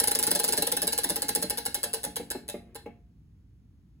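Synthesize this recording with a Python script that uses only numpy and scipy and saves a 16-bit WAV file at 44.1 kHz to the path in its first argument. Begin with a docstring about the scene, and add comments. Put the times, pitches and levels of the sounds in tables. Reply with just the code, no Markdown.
"""A tabletop prize wheel spins down in a small room, close to a two-port microphone (stick-slip and modal ringing).
At each metal peg the plastic pointer catches with a bright tick of shaped noise and a grainy rattle;
it then slips and rebounds in a short chatter, clacking the modes of the wheel and stand.
The pointer swings back and knocks the hollow wheel: a dull thud of noise and the low modes.
Pegs and rolling noise grow slower and softer until the wheel stops; a steady room rumble remains."""
import sys
import numpy as np
from scipy import signal
from scipy.fft import rfft, irfft, next_fast_len
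from scipy.io import wavfile
from scipy.ndimage import uniform_filter1d

SR = 44100
rng = np.random.default_rng(int(sys.argv[2]) if len(sys.argv) > 2 else 0)


def log_audio(samples):
    """Write samples as a 16-bit WAV file to the path given in sys.argv[1]."""
    # one column per channel
    frames = np.atleast_2d(samples).T
    # limit to full scale, then quantise
    limited = np.clip(frames, -1, 1)
    pcm = np.round(limited * 32767).astype(np.int16)
    wavfile.write(sys.argv[1], SR, pcm)


N = 176400  # length in samples


def amp(db):
    """Level definition: decibels to amplitude gain."""
    return 10 ** (np.asarray(db) / 20)


def read(points, hz):
    """Logarithmic frequency scale: interpolates a table of (f/Hz, value) along it."""
    f, value = np.transpose(points)
    return np.interp(np.log(hz + 1), np.log(f), value)


def add(mix, s, sound):
    """Superposition: adds a sound to the mix at time s in seconds."""
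    part = mix[max(0, round(s * SR)):][:len(sound)]
    part += sound[:len(part)]


def colour(x, points):
    """Minimum-phase filtering: a causal response of unit energy shapes the spectrum."""
    hz = abs(np.fft.fftfreq(4096, 1 / SR))
    log_gain = np.log(amp(read(points, hz)))
    # the Hilbert transform of the log gain gives the minimum phase
    response = np.exp(np.conj(signal.hilbert(log_gain)))
    taps = np.fft.ifft(response).real[:2048]
    return signal.oaconvolve(x, taps / np.linalg.norm(taps))[:N]


def decay(t, t60_s):
    """Exponential decay: the amplitude falls by 60 dB in t60_s."""
    return np.exp(-np.log(1000) * t / t60_s)


def rasp(t60_s, rise_s):
    """Rough contact: a noise burst of unit energy that swells in an instant and dies away."""
    t = np.arange(SR // 10) / SR
    swell = (1 - np.exp(-t / rise_s)) ** 2
    burst = rng.standard_normal(len(t)) * swell * decay(t, t60_s)
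    return burst / np.linalg.norm(burst)


# metal pegs meeting the pointer, one row each; levels are relative within each kind of sound:
# catch t/s, catch level/dB, slip t/ms and rebound t/ms after the catch, chatter level/dB, knock level/dB
PEG_CONTACTS = [(0.0, -9.5, 3.2, 5.1, -19, -31), (0.0354, -20.5, 3.7, 4.5, -16.5, -53),
                (0.073, -13.5, 3.5, 8, -15, -33), (0.1109, -18.5, 3.7, 4.9, -15, -42),
                (0.1501, -13, 4.0, 4.9, -17, -34.5), (0.1889, -13, 4.5, 6.7, -19, -34),
                (0.227, -14.3, 6.7, 10.3, -15, -33.5), (0.2672, -14.5, 5.2, 9.4, -16.5, -27.5),
                (0.308, -18.5, 5.2, 7.0, -13, -30), (0.35, -14.4, 5.0, 7.7, -15.5, -34),
                (0.3913, -17.5, 5.5, 8.2, -16.5, -40), (0.4347, -20.5, 6.0, 11.5, -13.5, -37.5),
                (0.4789, -17.5, 6.5, 10.6, -16, -29), (0.5233, -15, 6.2, 10.9, -16, -32.5),
                (0.5693, -21.5, 6.5, 12, -15.5, -29), (0.615, -32.5, 6.7, 9.5, -13.5, -33),
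                (0.669, -17.5, 3.5, 3.9, -17, -37), (0.7174, -16.5, 4.0, 5.2, -16, -31.5),
                (0.767, -17, 4.2, 4.9, -17, -37), (0.8184, -15, 5.2, 10.4, -18, -28.5),
                (0.8702, -18.5, 5.0, 7.2, -15.5, -47), (0.9234, -19.5, 5.5, 7.8, -17.5, -40),
                (0.9777, -15, 6.7, 9.4, -16.5, -41), (1.0342, -20, 6.5, 9.9, -15.5, -35),
                (1.09, -23.0, 6.7, 12.2, -16.0, -30.5), (1.1585, -17.5, 4.5, 5.8, -19.5, -36),
                (1.2198, -16.5, 5.0, 7.2, -20, -36), (1.2832, -21, 5.7, 8.5, -16.5, -34),
                (1.35, -14.5, 6.2, 9.3, -16.5, -31), (1.418, -27.3, 7.0, 10.6, -17.8, -30),
                (1.4976, -19, 5.2, 8.6, -18.5, -36), (1.5731, -21.5, 6.2, 10.5, -20, -42),
                (1.6526, -23, 7.0, 11.3, -18.5, -37.5), (1.744, -15, 5.5, 7.7, -21, -43.5),
                (1.8307, -18.5, 6.5, 10.8, -18, -36.5), (1.9313, -22.5, 5.2, 11.8, -17.5, -40.5),
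                (2.0321, -26.5, 7.2, 16.5, -20, -33), (2.1582, -23, 6.5, 9.2, -21, -32.5),
                (2.302, -23.5, 6.0, 12.1, -21.5, -31.0), (2.4801, -32.5, 7.0, 17.8, -24.5, -31),
                (2.7467, -39.5, 6.5, 12.2, -32, -32)]
CATCH_S, CATCH_DB, SLIP_MS, REBOUND_MS, CHATTER_DB, KNOCK_DB = np.transpose(PEG_CONTACTS)
SLIP_S, REBOUND_S = CATCH_S + SLIP_MS / 1000, CATCH_S + REBOUND_MS / 1000
GAPS_S = np.diff(CATCH_S)  # spacing between pegs

# spectrum of the bright peg ticks: f/Hz, relative level per Hz/dB
TICK_SPECTRUM = [(100, -22.5), (2400, -19.5), (4800, -6), (6700, -14), (7900, -1.5), (9400, 1.5),
                 (10600, 0), (12000, -8.5), (13500, -3), (15500, -9.5), (16200, -31.5)]
TICK_GAIN_DB, TICK_RISE_S = 15, 0.0004
TICK_T60_S, REBOUND_T60_S = 0.011, 0.018


def peg_ticks():
    """Stick-slip: each peg catches the pointer, slips off it and meets its rebound."""
    ticks = np.zeros(N)
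    for times, levels, t60_s in ((CATCH_S, CATCH_DB, TICK_T60_S), (SLIP_S, CHATTER_DB, TICK_T60_S),
                                 (REBOUND_S, CHATTER_DB, REBOUND_T60_S)):
        for s, db in zip(times, levels):
            add(ticks, s, amp(TICK_GAIN_DB + db) * rasp(t60_s, TICK_RISE_S))
    return colour(ticks, TICK_SPECTRUM)


BLOW_RISE_S = 0.0019  # time constant of the softer onsets
CHATTER_FOLLOW = 0.64  # dB of rattle or clack per dB of contact level

# spectrum of the plastic pointer's grainy rattle: f/Hz, relative level per Hz/dB
RATTLE_SPECTRUM = [(300, -7), (560, 5), (690, -12.5), (930, 6.5), (1150, -13.5), (1680, 6), (2350, -21),
                   (2850, -2.5), (7500, -13)]
RATTLE_GAIN_DB, RATTLE_T60_S, CATCH_OFFSET_DB = -3, 0.022, -9


def pointer_rattle():
    """Rough contact noise: the plastic rattles at catch, slip and rebound, growing less than the ticks."""
    rattles = np.zeros(N)
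    for times, levels in ((CATCH_S, CATCH_DB + CATCH_OFFSET_DB), (SLIP_S, CHATTER_DB),
                          (REBOUND_S, CHATTER_DB)):
        for s, db in zip(times, levels):
            gain = amp(RATTLE_GAIN_DB + CHATTER_FOLLOW * db)
            add(rattles, s, gain * rasp(RATTLE_T60_S, BLOW_RISE_S))
    return colour(rattles, RATTLE_SPECTRUM)


# dull spectrum shared by the rolling wheel and the knock's thud: f/Hz, relative level per Hz/dB
DULL_SPECTRUM = [(30, -35), (120, -2), (380, 3.5), (1150, -20.5), (2300, -19), (5000, -38.5)]
ROLL_DB = -55  # at full speed


def roll():
    """Rolling noise: the turning wheel rumbles through its stand, its power following the speed."""
    ends = np.r_[CATCH_S[1:], CATCH_S[-1] + GAPS_S[-1]]
    relative_speed = np.r_[GAPS_S[0] / GAPS_S, 0]
    speed = np.interp(np.arange(N) / SR, ends, relative_speed)
    return colour(amp(ROLL_DB) * np.sqrt(speed) * rng.standard_normal(N), DULL_SPECTRUM)


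# modes in which wheel, pointer and stand ring together: f/Hz, relative level/dB, T60 t/s
BODY_MODES = [(183.8, -13.5, 0.25), (237.3, -12, 0.26), (283.8, -13.5, 0.18), (458.2, -4, 0.075),
              (583.4, -8, 0.071), (708.8, -24.5, 0.46), (832.3, -11, 0.15), (2167, -20, 0.12),
              (2699, -13.5, 0.078), (4051, -8, 0.11)]
SPREAD_DB, DETUNE = 3, 0.012  # blow to blow: largest change of strength; standard deviation of pitch (share)


def ring(above_hz=0, below_hz=np.inf, order=8):
    """Modal superposition: one blow excites the damped modes in a band, varied in strength and pitch."""
    t = np.arange(SR // 2) / SR
    hz, db, t60_s = np.transpose(BODY_MODES)[:, :, None]
    size, pitch, turn = rng.standard_normal((3, len(hz), 1))
    reach = 1 / np.sqrt((1 + (above_hz / hz) ** order) * (1 + (hz / below_hz) ** order))
    strength = reach * amp(db + SPREAD_DB * size.clip(-1, 1))
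    waves = np.sin(2 * np.pi * (hz * (1 + DETUNE * pitch) * t + turn))
    return (strength * decay(t, t60_s) * waves).sum(0) * (1 - np.exp(-t / BLOW_RISE_S))


def pointer_clack():
    """Impact excitation: the slipping pointer clacks lightly and misses the low modes."""
    clacks = np.zeros(N)
    for s, db in zip(SLIP_S, CHATTER_DB):
        add(clacks, s, amp(-18 + CHATTER_FOLLOW * db) * ring(above_hz=380))
    return clacks


# the knock comes this share of the peg spacing after the catch; the share grows per s squared
SWING_SHARE, SWING_GROWTH = .28, 1.93
THUD_GAIN_DB, THUD_T60_S = 17, 0.072
BODY_GAIN_DB, BODY_BELOW_HZ = 2.5, 1730


def knock():
    """Soft impact: the pointer swings back with a dull thud and misses the high modes."""
    thuds, body = np.zeros(N), np.zeros(N)
    spacing = np.r_[GAPS_S[0], GAPS_S]
    times = CATCH_S + spacing * (SWING_SHARE + SWING_GROWTH * spacing ** 2)
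    for s, db in zip(times, KNOCK_DB):
        add(thuds, s, amp(THUD_GAIN_DB + db) * rasp(THUD_T60_S, BLOW_RISE_S))
        add(body, s, amp(BODY_GAIN_DB + db) * ring(below_hz=BODY_BELOW_HZ))
    return colour(thuds, DULL_SPECTRUM) + body


# likeness of the diffuse sound at the two ports: f/Hz, coherence (share)
PORT_COHERENCE = [(200, 0.95), (900, 0.48), (4500, 0.1), (7000, 1)]


def pair(z, hz):
    """Spatial coherence: makes two unrelated spectra as alike as the two ports hear them."""
    same = np.clip(read(PORT_COHERENCE, hz), 0, 1)
    return np.array([z[0], same * z[0] + np.sqrt(1 - same ** 2) * z[1]])


# reverberation time of the room: f/Hz, T60 t/s
REVERB_TIME = [(160, 1.1), (450, 0.24), (4000, 0.29), (16000, 0.27)]
# reverberant level against the direct sound: f/Hz, level/dB
REVERB_LEVEL = [(700, -6.5), (2000, 2.5), (5000, -1.5), (10000, -8)]
EARLY_DB, EARLY_T60_S = -4.5, 0.051


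def room(x):
    """Reverberation: quick reflections from table and wheel face, then a tail decaying by frequency."""
    hz, t, z = signal.stft(rng.standard_normal((2, SR * 3 // 4)), SR, nperseg=256)
    hz = hz[:, None]
    # decay rates of power, so that rate * exp(-rate * t) has unit energy
    late_rate = 2 * np.log(1000) / read(REVERB_TIME, hz)
    early_rate = 2 * np.log(1000) / EARLY_T60_S
    late = amp(read(REVERB_LEVEL, hz)) ** 2 * late_rate * np.exp(-late_rate * t)
    early = amp(EARLY_DB) ** 2 * early_rate * np.exp(-early_rate * t)
    tail = signal.istft(pair(z, hz) * np.sqrt((late + early) / SR), SR, nperseg=256)[1]
    tail *= np.minimum(np.arange(tail.shape[1]) / SR / 0.0011, 1)  # 1.1 ms fade-in
    return signal.fftconvolve(x[None], tail, axes=1)[:, :N]


def turning_room(x, count=5):
    """Time-varying reflection: the wheel has turned by each peg, so count responses take turns."""
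    peg = np.searchsorted(CATCH_S, np.arange(N) / SR)
    wet = np.zeros((2, N))
    for k in range(count):
        gate = uniform_filter1d(1. * (peg % count == k), size=64)  # short crossfades
        wet += room(x * gate)
    return wet


# spectrum of the steady room rumble: f/Hz, relative level per Hz/dB
RUMBLE_SPECTRUM = [(30, -30.5), (58, 2), (160, -8), (280, -16), (560, -39.5), (16000, -56)]
RUMBLE_DB = -55.5  # RMS


def rumble():
    """Stationary random noise: a steady low room rumble with a trace of hiss."""
    hz = np.fft.rfftfreq(N, 1 / SR)
    spectra = pair(rfft(rng.standard_normal((2, N))), hz)
    noise = irfft(spectra * amp(read(RUMBLE_SPECTRUM, hz)), N)
    return amp(RUMBLE_DB) * noise / noise.std()


def scene():
    """Superposition: the wheel's direct sound, its reverberation and the room rumble."""
    direct = peg_ticks() + pointer_rattle() + roll() + pointer_clack() + knock()
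    return direct + turning_room(direct) + rumble()


# phase by which the left port leads the right: f/Hz, phase/rad
PORT_LEAD = [(1700, 0), (3400, 2.1), (5600, 2.3), (6500, -.2), (8700, -3.14), (11100, -6.28),
             (13400, -9.42), (15600, -12.6)]
EDGE_HZ = 16300


def record(dry):
    """Interaural-style phase difference: the ports hear the treble out of step; then a low-pass."""
    size = next_fast_len(N + 4096)
    lead = read(PORT_LEAD, np.fft.rfftfreq(size, 1 / SR))
    turns = np.exp(.5j * np.array([lead, -lead]))  # half the lead to each port
    ports = irfft(rfft(dry, size) * turns, size)[:, :N]
    low_pass = signal.firwin(255, EDGE_HZ, window=("kaiser", 8), fs=SR)
    return signal.oaconvolve(ports, low_pass[None], "same")


dry = scene()
out = record(dry)
log_audio(out)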